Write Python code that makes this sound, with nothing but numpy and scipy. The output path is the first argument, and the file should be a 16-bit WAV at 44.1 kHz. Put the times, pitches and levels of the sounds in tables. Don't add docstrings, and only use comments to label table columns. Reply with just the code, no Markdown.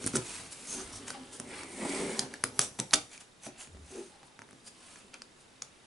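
import sys
import numpy as np
from scipy import signal
from scipy.fft import rfft, irfft, next_fast_len
from scipy.io import wavfile
from scipy.ndimage import uniform_filter1d, map_coordinates

SR = 44100
rng = np.random.default_rng(int(sys.argv[2]) if len(sys.argv) > 2 else 0)


def dump(signal):
    limited = np.clip(np.atleast_2d(signal).T, -1, 1)
    pcm = np.round(limited * 32767).astype(np.int16)
    wavfile.write(sys.argv[1], SR, pcm)


N = 258408

# f/Hz, width/Hz, level/dB
CASE_MODES = [(3290, 220, -4.5), (4410, 160, 5), (5800, 790, 5.5), (9500, 400, 7.5)]
# f/Hz, width/Hz, level/dB
DESK_MODES = [(121.2, 38, 0.5), (252.7, 49, 4), (300.3, 23, 2.5), (370.6, 65, 0.5), (583, 164, -5.5),
              (822, 280, -10)]
# from t/s, hiss f/Hz, hiss lift/dB, rasp f/Hz, rasp lift/dB
GRIP_HOLLOWS = [(0, 8700, -1.5, 2400, 5), (.67, 6340, 11, 1400, 3), (.83, 9200, 2, 2430, 3),
                (.91, 5640, 7, 2460, -3), (1.02, 9400, 2, 3200, 2.5), (1.45, 8500, 4, 2190, 10),
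                (2.16, 5800, 7, 820, 10), (3.1, 6900, 3.5, 2290, 8), (3.4, 6160, 8, 2400, 7),
                (3.56, 6900, 6, 2720, 5), (3.75, 6300, 6, 2500, 4), (4.1, 9500, 2, 860, 11),
                (4.6, 4840, 10, 2650, 4), (4.75, 9700, -1, 2700, 4.5)]


def amp(db):
    return 10 ** (np.asarray(db) / 20)


def unit(x):
    return x / np.sqrt(np.mean(x ** 2) + 1e-20)


def along(points, hz):
    f, v = np.transpose(points)
    return np.interp(np.log(hz + 1), np.log(f + 1), v)


def filtered(x, response):
    n = x.shape[-1]
    padded = next_fast_len(n + 8192)
    spectrum = rfft(x, padded) * response(np.fft.rfftfreq(padded, 1 / SR))
    return irfft(spectrum, padded)[..., :n]


def modes(table):
    def response(f):
        total = 0
        for k, (centre, width, db) in enumerate(table):
            damping = 1j * f * width
            total = total + (-1) ** k * amp(db) * damping / (centre * centre - f * f + damping)
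        return total
    return response


def wobble(knots_per_s):
    knots = rng.standard_normal(int(N * knots_per_s / SR) + 4)
    return map_coordinates(knots, [np.arange(N) * knots_per_s / SR])


def curves(rows):
    s, *cols = np.transpose(rows)
    return [np.interp(np.arange(N) / SR, s, c) for c in cols]


def swells(rows):
    edge_db, roundness = 20, 1.81
    t = np.arange(N) / SR
    power = 0
    for s, swell, fade, *level_db in rows:
        away = np.where(t < s, (s - t) / swell, (t - s) / fade)
        shape = amp(-edge_db * np.minimum(away, 10) ** roundness)
        power = power + np.outer(amp(level_db), shape) ** 2
    return np.sqrt(power)


def spread(pair, alike):
    def mid_side(hz):
        turn = np.arccos(np.clip(along(alike, hz), -1, 1)) / 2
        return np.array([np.cos(turn), np.sin(turn)])
    mid, side = filtered(pair, mid_side)
    return np.array([mid + side, mid - side])


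def hush():
    # f/Hz, relative density/dB
    colour = [(15, -13), (60, -13), (200, -6.5), (600, -11.5), (1500, -15), (11500, -24.5)]
    # f/Hz, correlation
    alike = [(60, 1), (300, 0.35), (1500, 0.035), (6800, 0.67)]
    pair = filtered(rng.standard_normal((2, N)), lambda hz: amp(along(colour, hz)))
    return amp(-59.5) * unit(spread(pair, alike))


def ticking():
    period_s, first_s, blip_s, tone_hz = .04, .0025, 0.0026, 3710
    t = np.arange(N) / SR - first_s
    turn = np.round(t / period_s)
    envelope = np.exp(-.5 * ((t - turn * period_s) / blip_s) ** 2)
    blip = envelope * np.sin(2 * np.pi * tone_hz * t)
    right = amp(np.where(turn % 2, -59, -65)) * blip
    return right * amp([[-8], [0]])


def room(x):
    # f/Hz, t60/s
    decay = [(100, 0.29), (700, 0.26), (3000, 0.26), (10000, 0.21)]
    # f/Hz, correlation
    alike = [(100, 0.98), (400, 0.93), (1500, 0.038), (6000, 0.36), (10000, 0.65)]
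    out, step = np.zeros((2, N + SR)), SR // 8
    for start in range(0, N, step):
        hz, t, z = signal.stft(rng.standard_normal((2, SR // 3)), SR, nperseg=256)
        z = z * amp(-60 * t / along(decay, hz)[:, None])
        tail = signal.istft(z, SR, nperseg=256)[1]
        tail = tail * (1 - 0.11 * np.exp(-np.arange(tail.shape[1]) / SR / 0.0008))
        tail = tail / np.linalg.norm(tail[0])
        wet = signal.fftconvolve(x[None, start:start + step], tail, axes=1)
        out[:, start:start + wet.shape[1]] += wet
    return spread(out[:, :N], alike)


def groan():
    # peak t/s, swell/s, fade/s, level/dB
    slides = [(3.74, 0.0816, 0.056, -53.5), (3.82, 0.057, 0.058, -51)]
    hz = 76.6 * (1 + .06 * wobble(25))
    tone = np.sin(2 * np.pi * np.cumsum(hz) / SR)
    return np.sqrt(2) * swells(slides)[0] * amp(2.0 * wobble(30)) * tone


def friction(response, grain_db):
    grain = amp(grain_db * wobble(250))
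    return unit(filtered(rng.standard_normal(N) * grain, response))


def hum():
    # peak t/s, swell/s, fade/s, level/dB
    slides = [(3.79, .12, .1, -65), (3.97, 0.055, .07, -42.5)]
    note = modes([(367, 80, 0)])
    return swells(slides)[0] * friction(lambda hz: note(hz) ** 2, grain_db=-0.5)


def bumps():
    # t/s, peak level/dB
    hits = [(0.0436, -32.5), (0.0624, -25), (0.0733, -28.5), (0.139, -26), (.147, -33.5), (.157, -24.5),
            (.165, -31), (3.465, -41), (5.048, -53)]
    contact_s, ring_hz, width_hz = 0.0022, 250, 130
    force, t = np.zeros(N + SR), np.arange(SR // 50) / SR
    pulse = np.sin(np.pi * np.minimum(t / contact_s, 1)) ** 2
    thump = filtered(pulse, modes([(ring_hz, width_hz, 0)]))
    for s, db in hits:
        force[round(s * SR):][:len(t)] += amp(db) * thump / abs(thump).max()
    return force[:N]


def hollow(x, pitch_hz, lift_db, width_log):
    hz, t, z = signal.stft(x, SR, nperseg=512)
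    k = np.maximum(np.searchsorted(np.transpose(GRIP_HOLLOWS)[0], t, "right") - 1, 0)
    detune = np.log((hz[:, None] + 1) / pitch_hz[k]) / width_log
    z = z * amp(lift_db[k] * np.exp(-.5 * detune ** 2))
    power = uniform_filter1d(np.mean(abs(z) ** 2, axis=0), size=25)
    return unit(signal.istft(z / np.sqrt(power), SR, nperseg=512)[1][:N])


def hands():
    # t/s, skin hiss/dB, case rasp/dB, drag/dB, low thud/dB
    holding = [(0, -58, -58.5, -57, -59), (.2, -97, -59.5, -62, -63), (.6, -48, -59, -60.5, -63.5),
               (.8, -50.5, -54, -57.5, -57), (1.2, -60, -59, -55, -64), (1.6, -58.5, -65, -62.5, -60.5),
               (2, -63, -62, -68, -75), (2.45, -62, -61, -73, -59), (3.05, -58, -78, -69, -71),
               (3.35, -80, -89, -81, -97), (3.6, -78, -58.5, -79, -66), (3.74, -68, -81, -79, -57.5),
               (3.9, -78, -87, -81, -67.5), (4.15, -89, -65, -73, -79), (4.55, -69.5, -74, -73, -93),
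               (5, -77, -75, -67.5, -79), (5.86, -72.5, -69, -76, -81)]
    # peak t/s, swell/s, fade/s, skin hiss/dB, case rasp/dB
    strokes = [(.04, 0.051, 0.12, -43, -55), (.16, 0.037, 0.028, -36.5, -44.5),
               (.32, 0.23, 0.22, -43, -50.5), (.525, 0.026, 0.017, -40.5, -67),
               (.73, 0.077, 0.059, -37.5, -56.5), (.795, 0.06, 0.062, -43.5, -50.5),
               (.955, 0.051, 0.037, -42.5, -58.5), (1.085, 0.028, 0.049, -42.5, -49.5),
               (1.14, 0.028, 0.066, -70, -53), (1.335, 0.024, 0.067, -45.5, -61),
               (1.57, 0.14, 0.15, -50, -48), (1.71, .04, 0.088, -54, -75), (1.95, 0.3, 0.2, -41, -44.5),
               (2.21, 0.44, 0.056, -45, -47), (2.32, 0.035, 0.11, -59, -55.5),
               (2.58, 0.047, 0.035, -51, -59), (2.61, 0.019, 0.068, -32.5, -47.5),
               (2.791, 0.0037, 0.0066, -36, -36), (2.922, 0.014, 0.02, -52, -48),
               (3.13, 0.031, 0.067, -51, -54.5), (3.21, 0.015, 0.021, -49, -57),
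               (3.46, 0.049, 0.036, -45.5, -52.5), (3.61, 0.046, 0.061, -47, -53),
               (3.94, 0.14, 0.25, -53.5, -59.5), (4.27, 0.047, 0.016, -61, -82),
               (4.685, 0.044, 0.005, -47.5, -61), (4.9, 0.23, 0.23, -56, -60),
               (5.145, 0.018, 0.025, -70, -51.5), (5.42, 0.073, 0.023, -61.5, -71)]
    # peak t/s, swell/s, fade/s, level/dB
    shoves = [(0, .05, 0.063, -45.5), (.2, 0.071, 0.052, -56), (.8, 0.11, 0.056, -49.5),
              (1.56, 0.24, 0.17, -47), (1.84, .09, 0.12, -41.5), (1.96, 0.27, 0.39, -36.5),
              (2.55, 0.1, 0.33, -55), (3.48, .02, 0.035, -49.5), (3.97, 0.081, 0.086, -49.5)]
    # f/Hz, relative density/dB
    skin_colour = [(2000, -14.5), (3500, -11), (5400, -11), (8500, -4.5), (11500, -8)]
    # f/Hz, relative density/dB
    rasp_colour = [(400, -13.5), (800, -5.5), (1500, -6), (2700, -8.5), (5000, -11), (7000, -27.5)]
    rest_hiss, rest_rasp, rest_drag, thud_gain = amp(curves(holding))
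    stroke_hiss, stroke_rasp = swells(strokes)
    shove = swells(shoves)[0]
    _, hiss_hz, hiss_lift_db, rasp_hz, rasp_lift_db = np.transpose(GRIP_HOLLOWS)

    def skin(hz):
        return amp(along(skin_colour, hz)) * (1 + 0.26 * abs(modes(CASE_MODES)(hz)))

    hiss = hollow(friction(skin, grain_db=2.0), hiss_hz, hiss_lift_db, width_log=.045)
    rasp = friction(lambda hz: amp(along(rasp_colour, hz)), grain_db=2.0)
    rasp = hollow(rasp, rasp_hz, rasp_lift_db, width_log=0.099)
    drag = friction(modes(DESK_MODES[1:]), grain_db=2.5)
    thud = friction(modes([(87.0, 93, 0)]), grain_db=7.5)
    rubbing = np.hypot(rest_hiss, stroke_hiss) * hiss + np.hypot(rest_rasp, stroke_rasp) * rasp
    return rubbing + np.hypot(rest_drag, shove) * drag + thud_gain * thud


def snaps():
    # ring/dB, desk knock/dB, mid body/dB
    contacts = [(0.041, -28.5, 6300, -5, -22, -7), (0.0632, -22.5, 9000, 6, -23, -27),
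                (0.07, -29.5, 7300, 8, -12, -1), (0.0744, -26.5, 9220, 10, -24, -4),
                (0.135, -31.5, 1450, -4, -13, -15), (0.154, -19.5, 1440, -7, -8.5, -46),
                (0.157, -21, 8460, 4, -11.5, -25), (0.162, -19.5, 8000, -2, -13.5, -28),
                (0.168, -20, 6000, -2, -15, -11), (1.0808, -36, 2010, -0.5, -25, -3),
                (1.1035, -22.5, 1520, -6, -22, -15), (1.148, -45, 836, 6.5, -7, -9),
                (1.3991, -26, 9100, 1, -7.5, -8), (1.6329, -30.5, 2070, -20.5, -19, -2),
                (2.1923, -9, 5040, -4, -23.5, -47), (2.3383, -28.5, 1730, -2, -23, -19),
                (2.4382, -15.5, 9780, 4, -15.5, 0.5), (2.592, -5.5, 9700, -2.5, -26.5, -9.5),
                (2.6147, -19.5, 6400, -1, -20, -34), (2.7937, -35.5, 3600, 2, 7, -7),
                (2.7993, -14, 6250, -2.5, -21.5, -17), (2.9087, -36, 4000, 2.5, -34, -15),
                (2.9328, -10.5, 5800, -18, -20, -4.5), (2.936, -5.5, 4730, -6, -60, -5.5),
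                (2.939, -11.5, 3520, -0.5, -30, -17), (2.9412, -6.5, 5770, -9, -50, -22),
                (2.9436, -14.5, 8600, -8, -21, -13), (2.9562, -16.5, 6700, -6, -18.5, -32),
                (3.1768, -39.5, 2330, -2.5, -20, -31), (3.4653, -38, 650, -3, -8, -3),
                (3.6721, -44, 2470, -8, -4.5, -5), (4.2305, -46.5, 1240, -4, -5, 3),
                (4.3908, -40.5, 900, -12, -8, 6.5), (4.4182, -40.5, 1150, -12, -9, 7),
                (4.489, -49, 2500, -10, -6, 1), (4.509, -47.5, 9350, 3, -4, 1.5),
                (4.529, -44.5, 1980, -15.5, -1, 0), (4.958, -40.5, 1600, -4, -13, -7),
                (5.141, -32.5, 2300, -8, -21, -18), (5.219, -35, 4850, 2, -28, -3),
                (5.6205, -28, 6050, 2, -24, -6)]
    near, far, t = np.zeros(N + SR), np.zeros(N + SR), np.arange(SR // 8) / SR
    knock = filtered(np.exp(-t / 0.00044), modes(DESK_MODES))
    body_mode = modes([(1550, 1400, 0)])
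    tap = filtered(t * np.exp(-t / 0.00006), lambda f: body_mode(f) ** 2)
    tap = np.roll(tap, SR // 1500)
    swell = t * np.exp(-(t / 0.0011) ** 1.26)
    even = filtered(t == 0, lambda f: f * f / (f * f + 3000 ** 2))
    for s, db, hz, ring_db, knock_db, body_db in contacts:
        burst = rng.standard_normal((2, len(t))) * swell
        bright = filtered(burst[0], lambda f: 0.97 * f / (f + 2500) + modes(CASE_MODES)(f))
        ring = filtered(burst[1], modes([(hz, 0.1 * hz, 0)]))
        parts = [(0, bright), (ring_db, ring), (body_db, tap), (knock_db, knock)]
        bright, ring, body, push = [amp(db + part_db) * part / abs(part).max() for part_db, part in parts]
        start, treble = round(s * SR), bright + ring
        near[start:][:len(t)] += treble + body + push
        even_treble = even * np.linalg.norm(treble) / np.linalg.norm(even)
        far[start:][:len(t)] += 0.61 * treble + 0.78 * even_treble + 0.45 * body + push
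    return near[:N], far[:N]


def scene():
    # f/Hz, width/Hz, level/dB
    room_modes = [(125, 12, 11), (350, 64, 6), (480, 70, 8.5), (800, 130, 16)]
    rubs = hands() + hum() + bumps() + groan()
    clicks, scattered = snaps()
    near = (rubs + clicks) * amp([[-.2], [.2]])
    lingering = filtered(scattered, lambda f: 1 + abs(modes(room_modes)(f)))
    reply = room(amp(-3) * rubs + amp(-8.5) * lingering)
    return near + reply + hush() + ticking()


def record(dry):
    knee_hz, top_hz, trace_db = 11050, 16600, -44
    return filtered(dry, lambda hz: np.where(hz < knee_hz, 1, amp(trace_db)) * (hz < top_hz))


dry = scene()
out = record(dry)
dump(out)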